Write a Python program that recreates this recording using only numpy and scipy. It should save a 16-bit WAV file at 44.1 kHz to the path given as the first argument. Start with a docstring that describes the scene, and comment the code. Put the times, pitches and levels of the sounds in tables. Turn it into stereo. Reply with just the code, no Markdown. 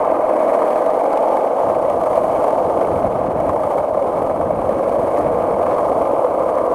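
"""Town street, coarse asphalt: a skateboard rolls steadily, heard from the rider's hand.
Stones drum through the wheels into the deck, rasp the trucks and crunch under the tread.
Sand hisses and loose truck metal chatters; the board knocks and the deck briefly booms.
The airstream buffets the two microphone ports."""
import sys
import numpy as np
from scipy import signal
from scipy.fft import rfft, irfft
from scipy.io import wavfile
from scipy.ndimage import uniform_filter1d

SR = 44100
rng = np.random.default_rng(int(sys.argv[2]) if len(sys.argv) > 2 else 0)


def pcm_store(signal):
    """Save signal as 16-bit PCM."""
    levels = np.round(np.clip(np.atleast_2d(signal), -1, 1) * 32767)
    wavfile.write(sys.argv[1], SR, levels.astype(np.int16).T)


N = 297234

# knocks and brief swells of the rolling board, relative peaks:
# (time [s], deck thump [dB], wheel knock [dB], truck clank [dB], tread tick [dB], length [s])
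BUMPS = [(0.087, -23, -20, -30.5, -52, 0.0072), (0.277, -13, -24, -47, -50, 0.0071),
         (0.291, -12, -18, -32, -42, 0.0091), (0.53, -18, -18, -32, -44, 0.0051),
         (0.618, -14, -12, -43, -48, 0.0078), (0.704, -9, -24, -50, -41, 0.005),
         (0.758, -5.5, -26, -37, -43, 0.0037), (0.82, -10, -21, -38, -48, 0.008),
         (0.861, -9, -23, -37, -40, 0.0055), (1.129, -16, -24, -36, -40, 0.004),
         (1.134, -13, -11, -37, -48, 0.0032), (1.173, -14, -23, -30, -37, 0.004),
         (1.226, -14, -28, -44, -49, 0.004), (1.368, -9, -19, -31.5, -40, 0.0055),
         (1.462, -5, -26, -41, -43, 0.0068), (1.6, -9, -18, -37, -45, .005),
         (1.697, -12, -20, -44, -45, 0.012), (1.763, -8, -21, -43, -48, 0.0054),
         (1.848, -7, -24, -34.5, -48, 0.0059), (1.898, -9.5, -14, -37, -37, 0.0064),
         (2.035, -11.5, -23, -35, -38, 0.0066), (2.068, -13, -16, -39, -47, .006),
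         (2.135, -21, -27, -46, -50, 0.0056), (2.155, -15, -15, -40, -42, 0.0071),
         (2.175, -5.5, -26, -41, -48, 0.0055), (2.44, -9, -12, -33, -36, .006),
         (2.479, -8, -17, -34, -40, .005), (2.505, -13, -20, -34, -42, 0.0033),
         (2.576, -14, -25, -42, -49, 0.0038), (2.81, -10, -14.5, -30, -40, 0.01),
         (3.043, -6, -25, -40, -47, 0.0061), (3.21, -15, -18, -42, -54, 0.0044),
         (3.37, -19, -25, -42, -50, 0.0057), (3.4, -8.5, -16, -33, -40, 0.0085),
         (3.492, -24, -13, -32, -39, .005), (3.56, -10, -13, -34, -44, .005),
         (3.634, -12, -12.5, -36, -41, 0.0067), (3.702, -17, -15, -39, -44, 0.01),
         (3.782, -5, -15.5, -33, -45, 0.0069), (3.972, -7.5, -20, -42, -46, 0.0051),
         (4.023, -8.5, -24, -36, -43, .005), (4.041, -10, -26, -49, -49, .004),
         (4.219, -20, -18, -36, -44, 0.0055), (4.296, -9.5, -18, -34, -51, 0.0098),
         (4.41, -14, -16, -40, -49, 0.0045), (4.505, -7.5, -23, -48, -50, 0.0056),
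         (4.614, -13, -20, -48, -51, 0.0066), (4.691, -5.5, -22, -36, -42, .005),
         (4.784, -8.5, -28, -48, -51, 0.0059), (4.86, -20, -19, -45, -53, 0.0053),
         (4.893, -22, -34, -44, -40, .005), (4.961, -14, -19, -46, -52, 0.0069),
         (5.049, -15, -22, -42, -50, 0.0033), (5.112, -16, -25, -44, -50, 0.0068),
         (5.171, -8, -27, -30, -42, 0.011), (5.186, -30, -28, -38, -42, .005),
         (5.209, -19, -27, -35, -41, .012), (5.246, -11, -24, -41, -52, .004),
         (5.47, -13, -18, -39, -52, 0.0044), (5.664, -18, -12.5, -28, -43, 0.0048),
         (5.728, -22, -21, -38, -48, 0.0055), (5.781, -19, -12.5, -36, -45, 0.01),
         (5.916, -8, -26, -30, -48, 0.0038), (6.011, -7, -16, -37, -52, .006),
         (6.191, -15, -21, -40, -53, .005), (6.244, -7, -16, -34, -44, 0.0099),
         (6.404, -8.5, -19, -41, -53, 0.0092), (6.488, -12, -12, -39, -49, .006),
         (6.583, -9, -18, -31, -44, 0.0068)]
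# deck's main ring as the rider leans: (time [s], pitch [Hz], strength [dB])
RING = [(0.05, 590, -3), (0.3, 628, 3.5), (0.65, 639, 5.5), (1.05, 612, 0.5), (1.35, 553, 1.5),
        (2.2, 640, -2.5), (3.1, 608, -21), (3.5, 594, 5.5), (3.78, 585, 6), (4.4, 587, -1.5),
        (4.95, 582, -3.5), (5.35, 657, -7), (5.9, 599, -19), (6.6, 600, -6)]


def from_db(db):
    """Decibels to gain."""
    return 10 ** (np.asarray(db) / 20)


def rms_one(x):
    """Scale to rms 1."""
    return x / np.sqrt(np.mean(x ** 2) + 1e-20)


def in_time(rows):
    """Each column of a timed table, per sample."""
    times, *columns = np.transpose(rows)
    return [np.interp(np.arange(N) / SR, times, column) for column in columns]


def drift(rate_hz):
    """Slow random wander, rms 1."""
    hop, warmup = 20, 4000
    pole = np.exp(-2 * np.pi * rate_hz * hop / SR)
    noise = rng.standard_normal(N // hop + warmup + 2)
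    slow = signal.lfilter([1], [1, -2 * pole, pole * pole], noise)[warmup:]
    return np.interp(np.arange(N) / hop, np.arange(len(slow)), rms_one(slow))


def response(body, size=4096):
    """Minimum-phase ring of a (Hz, dB) spectrum, falling 24 dB/octave above it."""
    hz, db = np.transpose(body)
    bins_hz = np.maximum(np.arange(size // 2 + 1) * SR / size, 1)
    rolloff_db = 24 * np.maximum(np.log2(bins_hz / hz[-1]), 0)
    shape_db = np.interp(np.log(bins_hz), np.log(hz), db) - rolloff_db
    cepstrum = irfft(np.log(from_db(shape_db)))
    cepstrum[1:size // 2] *= 2
    cepstrum[size // 2 + 1:] = 0
    return irfft(np.exp(rfft(cepstrum)))


def through(x, body):
    """Filter by a body's spectrum."""
    return signal.oaconvolve(x, response(body))[:N]


def steady(x, size=2400):
    """Hold the running rms at 1, keeping the fine grain."""
    power = uniform_filter1d(uniform_filter1d(x ** 2, size), size // 2)
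    return x / np.sqrt(np.maximum(power, 1e-20))


def part(body, road, gain, jolts, scatter_db, pan_db, lag_s, boom=0):
    """A board part shaken by road and jolts, at both ports; the left lags."""
    jolts = jolts / np.abs(response(body)).max()
    direct = gain * steady(through(road, body)) + through(jolts, body) + boom
    # street and rider scatter the sound differently to each port
    envelope = np.sqrt(np.maximum(uniform_filter1d(direct ** 2, size=120), 0))
    scatter = np.array([rms_one(through(rng.standard_normal(N), body)) for _ in range(2)])
    taps = np.arange(-16, 17)
    late = np.convolve(direct, np.sinc(taps - lag_s * SR) * np.hanning(len(taps)), "same")
    ports = np.array([late, direct]) + from_db(scatter_db) * scatter * envelope
    return ports * from_db([[pan_db / 2], [-pan_db / 2]])


def stones(per_s, spread_db):
    """Random stone contacts: many small, a few large."""
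    sizes = from_db(spread_db * np.minimum(rng.exponential(1, N), 4))
    return sizes * rng.choice([-1, 1], N) * (rng.random(N) < per_s / SR)


def deck_flex(rate_hz):
    """Uneven flexing under the rider, rms 1."""
    band = signal.butter(2, [rate_hz / 2, rate_hz * 2], "band", fs=SR, output="sos")
    return rms_one(signal.sosfilt(band, rng.standard_normal(N + SR))[SR:])


def wheel_turns(rate_hz, spread_hz):
    """Uneven wheels pulse once a turn, -1 to 1."""
    return np.sin(2 * np.pi * np.cumsum(rate_hz + spread_hz * drift(2.7)) / SR)


def deck_hum(road, width_hz, wander_hz):
    """Road shaking, lifted at the deck's main ring; weight shifts bend the pitch."""
    hz, boost_db = in_time(RING)
    hz = hz + wander_hz * drift(10.5)
    phasor = np.exp(2j * np.pi * np.cumsum(hz) / SR)
    pole = np.exp(-np.pi * width_hz / SR)
    # shifted to 0 Hz, the ring is a plain decay
    decay = signal.lfilter([1 - pole], [1, -pole], road / phasor + 1e-18)
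    ring = 2 * (phasor * decay).real
    return road + from_db(boost_db) * ring


def deck_drone(road, level_db, times, thump_db, length_s, flex_db=0.56, turn_db=1.2):
    """The hollow deck drones with the road; a bump gives a sharp blow and a boom."""
    # deck response: (frequency [Hz], gain [dB])
    body = [(30, -58), (80, -36.5), (140, -26.5), (210, -17.5), (280, -11), (320, -8), (375, -11.5),
            (430, -9), (500, 1), (570, -1), (650, 0.5), (720, -4.5), (860, -25), (1500, -43.5)]
    level_db = level_db + flex_db * deck_flex(rate_hz=7.2)
    level_db += turn_db * wheel_turns(rate_hz=45, spread_hz=2.26)
    shaking = deck_hum(road, width_hz=16, wander_hz=22.3)
    jolts = knocks(times, thump_db - 7, length_s, crunch=0.24)
    boom = deck_booms(times, thump_db - 1, length_s)
    return part(body, shaking, from_db(level_db), jolts,
                scatter_db=-42, pan_db=0.06, lag_s=5.7e-5, boom=boom)


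def wheel_roar(road, growl_db, whirr_db, times, knock_db, length_s):
    """Stones drum the wheels: a growl and a higher whirr."""
    # wheel responses: (frequency [Hz], gain [dB])
    low = [(500, -36), (680, 0.5), (760, 5), (850, 8), (920, 2.5), (1050, -22)]
    high = [(780, -24), (930, -0.5), (1030, 3), (1110, -1.5), (1190, -1.5), (1300, -11), (1420, -21),
            (2000, -33)]
    jolts = knocks(times, knock_db - 3.5, 0.86 * length_s, crunch=0.98)
    growl = part(low, road, from_db(growl_db), jolts, scatter_db=-41, pan_db=-1.5, lag_s=2e-6)
    whirr = part(high, road, from_db(whirr_db), jolts, scatter_db=-20, pan_db=-0.5, lag_s=2e-6)
    return growl + whirr


def truck_rasp(road, level_db, times, clank_db, length_s):
    """The trucks rasp on stones and clank on bumps."""
    # truck response: (frequency [Hz], gain [dB])
    body = [(900, -19), (1350, -10.5), (1550, 5.5), (1750, 2), (2100, -0.5), (2215, 2), (2330, -5.5),
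            (2500, -8.5), (2750, -19.5), (3000, -18), (3500, -25.5), (5000, -34)]
    jolts = knocks(times, clank_db, length_s, crunch=1.8)
    return part(body, road, from_db(level_db), jolts, scatter_db=-7.5, pan_db=2, lag_s=2e-6)


def tread_scrape(grain, patches, level_db, times, tick_db, length_s):
    """Fine grain and sharp grit crunch under the tread."""
    # tread response: (frequency [Hz], gain [dB])
    body = [(2000, 5), (3050, 9.5), (3600, 3), (4000, 3), (4400, 5), (5000, 1.5), (5900, 2.5), (6400, 4),
            (7000, 2), (7800, 0.5), (9000, -8), (15000, -62)]
    grit = 2.8 * stones(per_s=110, spread_db=3.6)
    road = (grain + grit) * from_db(1.34 * patches)
    jolts = knocks(times, tick_db, 0.67 * length_s, crunch=4.1)
    return part(body, road, from_db(level_db), jolts, scatter_db=0.5, pan_db=1, lag_s=6.7e-5)


def sand_hiss(road, gain_db, times, tick_db, length_s):
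    """Loose sand hisses under the tread."""
    # hiss spectrum: (frequency [Hz], gain [dB])
    body = [(3000, -20), (7000, -13), (8000, -6), (8600, 2), (9400, 0), (10700, -1), (11700, -3.5),
            (13300, -10), (14400, -12), (15600, -16.5)]
    # hiss at mean coarseness: (time [s], level [dB])
    sand_level = [(0.05, -59), (0.5, -57), (1.3, -57.5), (2.15, -57.5), (2.45, -55.5), (2.65, -59),
                  (3.5, -56.5), (4.0, -58.5), (5.05, -56.5), (5.2, -57.5), (5.4, -59), (6.0, -58),
                  (6.6, -56.5)]
    level_db, = in_time(sand_level)
    jolts = knocks(times, tick_db - 8, 0.82 * length_s, crunch=4.3)
    return part(body, road, from_db(level_db + gain_db), jolts, scatter_db=0.5, pan_db=-1, lag_s=7e-6)


def truck_chatter(level_db, times, bump_db, spread_db=2.2):
    """Stones and bumps ring the trucks' loose metal, in a new mix each time."""
    # metal modes: (frequency [Hz], gain [dB], t60 [s])
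    metal_modes = [(1590, -1, 0.017), (2100, -6, 0.012), (2224, -1, 0.023), (2400, -7.5, 0.012)]
    jolts = stones(per_s=45, spread_db=1.5) * from_db(level_db)
    jolts[(times * SR).astype(int)] += from_db(bump_db)
    out = 0
    for hz, db, t60_s in metal_modes:
        pole, angle = from_db(-60 / (t60_s * SR)), 2 * np.pi * hz / SR
        drive = jolts * from_db(db + spread_db * rng.standard_normal(N)) + 1e-18
        out += signal.lfilter([0, np.sin(angle)], [1, -2 * pole * np.cos(angle), pole * pole], drive)
    return out


def eddies(spectrum, lumps_db):
    """Lumpy turbulence, separate on each port."""
    ports = [rng.standard_normal(N) * from_db(lumps_db * drift(88)) for _ in range(2)]
    return np.array([steady(through(noise, spectrum), size=6000) for noise in ports])


def wind(gust_hz=11.6, gust_db=0.5, sway_db=4.5, moderate_db=-40):
    """Gusts rumble on the ports; stronger air flutters more."""
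    # airstream: (time [s], relative level [dB], left minus right [dB])
    airstream = [(0.15, -44, -9), (0.5, -55.5, 6), (1.56, -56, 14), (1.64, -46.5, 30), (1.95, -41.5, 14.5),
                 (2.38, -35, 1), (2.5, -45.5, 0), (2.62, -36.5, 7.5), (2.82, -41.5, 12), (2.92, -31, 7.5),
                 (3.5, -31.5, 5.5), (3.7, -37.5, 6), (4.1, -39.5, 10.5), (4.55, -28.5, 2),
                 (4.78, -38, -10.5), (4.98, -31.5, 1), (5.18, -39, -6), (5.23, -31, -8), (5.35, -33.5, -7),
                 (5.7, -37, 8), (6.65, -42.5, 5)]
    # big slow eddies, small quick ones: (frequency [Hz], gain [dB])
    rumble = [(12, -27), (28, -5.5), (45, -4), (65, 2), (100, 4), (180, -4.5), (300, -12.5), (600, -16),
              (2000, -56)]
    flutter = [(40, -20), (110, -6), (190, 0), (300, -2.5), (500, -7), (900, -14), (1600, -27), (3000, -46)]
    level_db, lean_db = in_time(airstream)
    level_db += gust_db * drift(gust_hz)
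    lean_db += sway_db * drift(gust_hz)
    flutter_db = 4.5 + 0.17 * (level_db - moderate_db)
    air = eddies(rumble, lumps_db=1) + from_db(flutter_db) * eddies(flutter, lumps_db=4.5)
    return air * from_db(level_db - 1 + np.array([lean_db, -lean_db]) / 2)


def bumps(pebbles_per_s=5, spread_db=5.5, length_s=0.0082):
    """BUMPS plus small random pebbles, same columns."""
    # mean small pebble: (thump [dB], knock [dB], clank [dB], tick [dB])
    pebble_db = (-15, -24.5, -50, -52)
    draws = rng.random((200, 2))
    times = np.cumsum(-np.log(1 - draws[:, 0])) / pebbles_per_s
    size_db = spread_db * (2 * draws[:, 1:] - 1)
    pebbles = np.column_stack([times, size_db + np.array(pebble_db), np.full(len(times), length_s)])
    return np.vstack([BUMPS, pebbles[times < N / SR]])


def wheel_load_db(lift_db, lift_s, lead_s):
    """The rolling level dips briefly around each knock in BUMPS."""
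    lifts = np.array(BUMPS)[:, 0] - lead_s
    t = np.arange(N) / SR
    nearest = lifts[np.searchsorted((lifts[1:] + lifts[:-1]) / 2, t)]
    return lift_db * np.exp(-((t - nearest) / lift_s) ** 2)


def knocks(times, peaks_db, lengths_s, crunch):
    """One blow per bump, then a brief crunch as the wheel settles."""
    blows, settling = np.zeros((2, N + SR))
    t = np.arange(SR // 10) / SR
    for time_s, peak, length_s in zip(times, from_db(peaks_db), lengths_s):
        start = round(time_s * SR) + SR // 1000
        blows[start] += peak
        settling[start:start + len(t)] += peak * np.exp(-t / length_s) * np.sqrt(2 / (length_s * SR))
    return (blows + crunch * settling * rng.standard_normal(N + SR))[:N]


def deck_booms(times, peaks_db, lengths_s, spread_hz=46, rise_share=0.49):
    """On each bump the deck's ring swells and dies, slightly detuned."""
    out, t = np.zeros(N + SR), np.arange(SR // 10) / SR
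    ring_hz, _ = in_time(RING)
    for time_s, peak, length_s in zip(times, from_db(peaks_db), lengths_s):
        start, age = int(time_s * SR), t / (rise_share * length_s)
        hz = ring_hz[start] + spread_hz * rng.standard_normal()
        out[start:start + len(t)] += peak * age * np.exp(1 - age) * np.sin(2 * np.pi * hz * t)
    return out[:N]


def board(patch_db=0.5, patch_hz=4.4):
    """One road shakes all parts; wheels, trucks and grit follow its coarseness more than the deck."""
    # asphalt coarseness: (time [s], offset from mean [dB])
    asphalt = [(0.05, 0), (0.22, -0.5), (0.3, 0), (0.42, 2.2), (1.2, 0), (1.32, 2.5), (1.5, -2.6),
               (1.62, 1.5), (1.8, 0.5), (1.92, 0), (2.15, 3.5), (2.45, 0), (2.55, 0), (2.85, 2.5),
               (3.1, -1), (3.33, -4.5), (3.47, -1.5), (3.76, 1), (3.83, -1), (3.93, -3.5), (4.0, -1.5),
               (4.22, 0), (4.48, -3.5), (4.75, -1), (5.06, 1), (5.15, 0.5), (5.19, 2.5), (5.28, 1),
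               (5.48, 1.3), (5.58, 0.5), (5.85, 2), (6.35, -1.5), (6.6, -1.8)]
    # levels at mean coarseness: (time [s], deck [dB], growl [dB], whirr [dB], rasp [dB], scrape [dB])
    ride = [(0.05, -17, -21.5, -24, -42.5, -54), (0.45, -15.5, -27, -28, -41.5, -53),
            (0.85, -17.5, -25, -28.5, -42.5, -52), (1.2, -17, -20.5, -28.5, -44.5, -51.5),
            (1.65, -17.5, -23, -27, -45.8, -51), (2.2, -18, -27.5, -29, -47, -53),
            (2.52, -17, -22, -28, -46, -50.5), (2.9, -18.5, -27.5, -31, -49, -54),
            (3.3, -18.5, -23, -26, -43, -51), (3.55, -18, -24.5, -30, -45.5, -53),
            (4.05, -18, -24.5, -28, -47.5, -52.5), (4.58, -20, -26.5, -28.5, -47, -53.5),
            (4.8, -17, -27.5, -29, -45, -51.5), (5.5, -17.5, -26, -29, -46, -55),
            (5.75, -17, -26.5, -27.5, -44.5, -52), (6.15, -17.5, -25, -27.5, -50, -54),
            (6.5, -17, -27.3, -24, -44.5, -52)]
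    deck_db, growl_db, whirr_db, rasp_db, scrape_db = in_time(ride)
    times, thump_db, knock_db, clank_db, tick_db, length_s = bumps().T
    stone = stones(per_s=2400, spread_db=1.5)
    grain = stones(per_s=12000, spread_db=2.5)
    patches = drift(32)
    coarse_db = in_time(asphalt)[0] + patch_db * drift(patch_hz)
    load_db = wheel_load_db(lift_db=-0.5, lift_s=0.0079, lead_s=0.003)
    deck_db += 0.26 * coarse_db + load_db
    wheel_db = 0.88 * coarse_db + load_db
    truck_db, grit_db = 0.78 * coarse_db, 0.91 * coarse_db
    wheel_road = stone * from_db(1.87 * patches)
    truck_road = (stone + 0.37 * grain) * from_db(2.5 * patches)
    return (deck_drone(stone + 0.51 * grain, deck_db, times, thump_db, length_s)
            + wheel_roar(wheel_road, growl_db + wheel_db, whirr_db + wheel_db, times, knock_db, length_s)
            + truck_rasp(truck_road, rasp_db + truck_db + load_db, times, clank_db, length_s)
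            + tread_scrape(grain, patches, scrape_db + grit_db, times, tick_db, length_s)
            + sand_hiss(grain * from_db(1.4 * patches), grit_db, times, tick_db, length_s)
            + truck_chatter(truck_db - 43.5, times, clank_db - 12))


def scene():
    """Rolling board plus airstream."""
    return board() + wind()


def record(dry):
    """Steep low-pass."""
    cutoff_hz = 15700
    return signal.sosfilt(signal.ellip(12, .1, 90, cutoff_hz, fs=SR, output="sos"), dry)


dry = scene()
out = record(dry)
pcm_store(out)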